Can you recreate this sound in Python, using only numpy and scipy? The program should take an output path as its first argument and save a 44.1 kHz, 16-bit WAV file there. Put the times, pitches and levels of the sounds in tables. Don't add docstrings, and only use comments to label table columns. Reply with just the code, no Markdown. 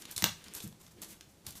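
import sys
import numpy as np
from scipy import signal
from scipy.fft import rfft, irfft
from scipy.io import wavfile

SR = 44100
rng = np.random.default_rng(int(sys.argv[2]) if len(sys.argv) > 2 else 0)


def inscribe(sig):
    pcm = np.round(np.clip(np.atleast_2d(sig).T, -1, 1) * 32767)
    wavfile.write(sys.argv[1], SR, pcm.astype(np.int16))


N = 70560
T = np.arange(N) / SR
HZ = np.maximum(np.arange(N + 1) * SR / (2 * N), 1)

# (frequency [Hz], relative density [dB])
AIR_SPECTRUM = [(20, 8.5), (70, 18), (180, 17.5), (255, 13), (320, 11.5), (600, 7.5), (1300, -1),
                (3000, -2.5), (7000, -2.5), (11000, -6.5), (15000, -11)]
AIR_DB = -62

# (time [s], length [s], level [dB])
SHIFTS = [(-.02, 0.04, -60.5), (.44, 0.18, -62), (0.93, 0.14, -57), (1.43, 0.044, -57.5)]
# (frequency [Hz], relative level [dB])
SHIFT_SPECTRUM = [(40, -14), (130, -22), (205, 12), (250, -11.5), (310, 4.5), (400, -0.5), (600, -16.5),
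                  (2000, -54)]
SHIFT_ATTACK_S, SHIFT_RELEASE_S = 0.04, 0.064

# (time [s], length [s], level [dB], tilt [dB/octave])
SLIDES = [(-.01, 0.026, -55.5, 0.5), (0.105, 0.022, -46, -1.5), (0.172, 0.034, -46.5, -1.5),
          (0.541, 0.044, -47, -0.5), (0.597, 0.028, -55, -2), (0.621, 0.023, -46.5, 1),
          (0.796, 0.068, -63.5, -2), (0.839, 0.04, -64, -2.5), (.905, 0.017, -63.5, -2.5),
          (1.014, 0.021, -48.5, -1.5), (1.078, 0.053, -53, 1.5), (1.284, 0.036, -71.5, 0),
          (1.444, 0.012, -62, -4), (1.461, .033, -48.5, -0.5), (1.549, 0.035, -51.5, 0)]
# (frequency [Hz], relative level [dB])
SLIDE_SPECTRUM = [(300, -10), (900, -1.5), (2000, -5), (4300, 0.5), (7500, 4), (9500, 1), (12200, 5),
                  (14000, -2), (15300, -6)]
SLIDE_ATTACK_S, SLIDE_RELEASE_S = 0.0045, 0.0074
GRAINS_PER_S, GRAIN_SPREAD_DB = 11000, 2
GRIP_STEPS_PER_S, GRIP_DB = 120, 3

# (time [s], length [s], level [dB])
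RUBS = [(-.01, 0.054, -60), (0.07, 0.039, -52.5), (0.355, 0.08, -60.5), (0.44, 0.042, -55),
        (0.494, 0.1, -58.5), (0.642, 0.032, -58), (0.953, 0.11, -66), (1.075, 0.067, -61),
        (1.19, 0.058, -71), (1.449, 0.08, -62.5)]
# (frequency [Hz], relative level [dB])
RUB_SPECTRUM = [(100, -1.5), (300, 6.5), (600, -3), (1500, 0.5), (3000, 3.5), (5000, -3), (9000, -7),
                (15000, -13)]
RUB_ATTACK_S, RUB_RELEASE_S = 0.02, 0.0082

# (time [s], energy [dB], crunch decay [s], tilt [dB/octave])
TICKS = [(0.0202, -24, 0.0041, -1.5), (0.0225, -26.5, 0.0038, -6), (0.053, -20.5, 0.0041, -5.5),
         (0.1126, -16, 0.0012, 11), (0.163, -10.5, 0.0057, -1), (0.1789, -6.5, 0.0018, -1),
         (0.1863, -22, 0.0016, -4), (0.4406, -26, 0.0043, -2.5), (.4830, -27.5, 0.0014, -5),
         (.5378, -17, 0.00053, 14), (.5502, -16.5, 0.0025, 6.5), (0.564, -36, 0.0039, 5),
         (0.6026, -20, 0.0048, -4), (0.6755, -25, 0.0022, 8.5), (.7260, -33.5, 0.0018, -8),
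         (0.865, -33, 0.0024, -5), (1.018, -19, 0.0017, 5.5), (1.0450, -24, .003, -0.5),
         (1.4657, -16.5, .0015, 10), (1.4672, -20.5, 0.0016, -3.5), (1.506, -22.5, 0.0026, 3.5),
         (1.523, -29, 0.003, 2), (1.554, -30, 0.0022, -9)]
# (frequency [Hz], relative level [dB])
TICK_SPECTRUM = [(200, -12.5), (700, -19.5), (1800, -15.5), (4000, -1.5), (6500, -1.5), (9500, -2.5),
                 (12500, -5), (15000, -15.5)]
TICK_CRUNCH_DB = 14.5

# (time [s], energy before low cut [dB], pitch [Hz])
THUDS = [(0.164, -25, 93), (.228, -11, 216), (.237, -10, 143), (.272, -24.5, 117), (.552, -32.5, 84.4),
         (.640, -19.5, 224), (0.649, -20, 189), (0.665, -18.5, 163), (.755, -34, 118), (0.957, -33.5, 85),
         (1.470, -23.5, 120.4), (1.480, -29.5, 85)]
THUD_T60_CYCLES, THUD_LOW_CUT_HZ = 2.53, 56.5

# (time [s], gain of crack and ring [dB], extra ring gain [dB])
KNOCKS = [(0.2234, -7, 4), (0.2415, 4, 0), (1.2099, -24.5, -6)]
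# (frequency [Hz], relative level [dB])
KNOCK_SPECTRUM = [(150, -18.5), (500, -12.5), (1000, -8.5), (2300, -6), (3100, -5), (4050, -3),
                  (4800, -6.5), (5700, -3), (7400, -7.5), (8800, -11.5), (10500, -14), (12000, -20.5),
                  (13400, -26), (15000, -45)]
KNOCK_RATTLE_S, KNOCK_RATTLE_DB = 0.0027, -4
# (frequency [Hz], level [dB], t60 [s])
FLOOR_RING = [(321, -39.5, 0.066), (956, -36.5, 0.05), (1680, -64, .15), (2072, -40.5, 0.081)]
# (frequency [Hz], relative level [dB], t60 [s])
METAL_RING = [(12950, 0, .028), (13690, 2, .04), (13740, -15, .16), (15150, -20, .08)]
METAL_RING_DB = -31

# (frequency [Hz], level [dB], t60 [s])
ROOM = [(101, -6.5, 0.32), (180, -5.5, 0.3), (260, -5.5, 0.17), (410, -3, 0.11), (1290, -3.5, 0.29),
        (2590, -3, 0.26), (4800, -6.5, .3), (8900, -5.5, 0.29), (14800, -9.5, .2)]
ROOM_DELAY_S, ROOM_BUILD_S = 0.0049, 0.0017
# (frequency [Hz], level [dB], t60 [s])
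ROOM_MODES = [(138.5, -64, 0.34), (162, -54.5, 0.57), (209.4, -41.5, 0.14), (333, -43.5, 0.15)]
THUD_TO_ROOM_DB, THUD_TO_MODES_DB = 4.5, -5

CUTOFF_HZ = 15400


def from_db(db):
    return 10 ** (np.asarray(db) / 20)


def unit(x):
    return x / np.sqrt(np.sum(x ** 2) + 1e-20)


def at_hz(points, hz, axis=1):
    points = np.array(points)
    return np.interp(np.log(hz), np.log(points[:, 0]), points[:, axis])


def convolve(x, response):
    return signal.fftconvolve(x, response)[:N]


def colour(x, points, tilt_db=0):
    octaves = np.log2(np.maximum(HZ, 1000))
    gain = from_db(at_hz(points, HZ) + tilt_db * octaves)
    cepstrum = irfft(np.log(gain))
    cepstrum[1:N] *= 2
    cepstrum[N + 1:] = 0
    response = irfft(np.exp(rfft(cepstrum)))[:N]
    return convolve(x, unit(response))


def at_time(x, s):
    return np.concatenate([np.zeros(max(int(s * SR), 0)), x])[:N]


def modes(table):
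    return sum(from_db(db - 60 * T / t60) * np.sin(2 * np.pi * hz * T) for hz, db, t60 in table)


def stroke(s, length, attack, release):
    rise = np.clip((T - s) / attack, 0, 1)
    return rise * np.exp(-np.maximum(T - s - length, 0) / release)


def contact(decay_s, crunch_db):
    noise = rng.standard_normal(N)
    crunch = noise * np.exp(-T / decay_s) * (1 - np.exp(-T * 10 / decay_s))
    x = from_db(crunch_db) * unit(crunch)
    x[0] += 1
    return unit(x)


def friction():
    slips = (rng.random(N) < GRAINS_PER_S / SR) * rng.choice([-1, 1], N)
    size_db = GRAIN_SPREAD_DB * np.minimum(rng.exponential(1, N), 5)
    return np.sqrt(N) * unit(slips * from_db(size_db))


def background_air():
    return from_db(AIR_DB) * colour(rng.standard_normal(N), AIR_SPECTRUM)


def shifts():
    weight = sum(from_db(db) * stroke(s, length, SHIFT_ATTACK_S, SHIFT_RELEASE_S)
                 for s, length, db in SHIFTS)
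    return colour(friction() * weight, SHIFT_SPECTRUM)


def grip():
    steps = rng.standard_normal(N)
    return from_db(GRIP_DB * np.interp(T * GRIP_STEPS_PER_S, np.arange(N), steps))


def slides():
    out = 0
    for s, length, db, tilt in SLIDES:
        slips = friction() * grip() * stroke(s, length, SLIDE_ATTACK_S, SLIDE_RELEASE_S)
        out = out + from_db(db) * colour(slips, SLIDE_SPECTRUM, tilt)
    return out


def rubs():
    pressure = sum(from_db(db) * stroke(s, length, RUB_ATTACK_S, RUB_RELEASE_S)
                   for s, length, db in RUBS)
    return colour(friction() * pressure, RUB_SPECTRUM)


def ticks():
    out = 0
    for s, db, decay_s, tilt in TICKS:
        tick = colour(contact(decay_s, TICK_CRUNCH_DB), TICK_SPECTRUM, tilt)
        out = out + from_db(db) * at_time(tick, s)
    return out


def thuds():
    blows = 0
    for s, db, hz in THUDS:
        blow = unit(T * modes([(hz, 0, THUD_T60_CYCLES / hz)]))
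        blows = blows + from_db(db) * at_time(blow, s)
    low_cut = signal.butter(2, THUD_LOW_CUT_HZ, "high", fs=SR, output="sos")
    return signal.sosfilt(low_cut, blows)


def knocks():
    ring = modes(FLOOR_RING) + from_db(METAL_RING_DB) * modes(METAL_RING)
    out = 0
    for s, db, ring_db in KNOCKS:
        crack = colour(contact(KNOCK_RATTLE_S, KNOCK_RATTLE_DB), KNOCK_SPECTRUM)
        out = out + from_db(db) * at_time(crack + from_db(ring_db) * ring, s)
    return out


def room_response():
    out, edges = 0, np.geomspace(45, 18000, 19)
    white = rng.standard_normal((2, N))
    for k, (low, high) in enumerate(zip(edges, edges[1:])):
        hz = np.sqrt(low * high)
        band_pass = signal.butter(2, [low, high], "band", fs=SR, output="sos")
        band = signal.sosfilt(band_pass, white[k % 2])
        decay = np.exp(-np.log(1000) * T / at_hz(ROOM, hz, axis=2))
        envelope = decay * (1 - np.exp(-T / ROOM_BUILD_S))
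        out = out + from_db(at_hz(ROOM, hz)) * band * unit(envelope)
    return at_time(out, ROOM_DELAY_S)


def scene():
    sharp = knocks() + ticks() + slides() + rubs()
    soft = thuds()
    echoes = convolve(sharp + from_db(THUD_TO_ROOM_DB) * soft, room_response())
    boom = convolve(from_db(THUD_TO_MODES_DB) * soft, modes(ROOM_MODES))
    air = background_air()
    return (sharp + soft + shifts() + echoes + boom + air)[None]


def record(dry):
    low_pass = signal.ellip(10, 0.1, 70, CUTOFF_HZ, fs=SR, output="sos")
    return signal.sosfilt(low_pass, dry)


dry = scene()
out = record(dry)
inscribe(out)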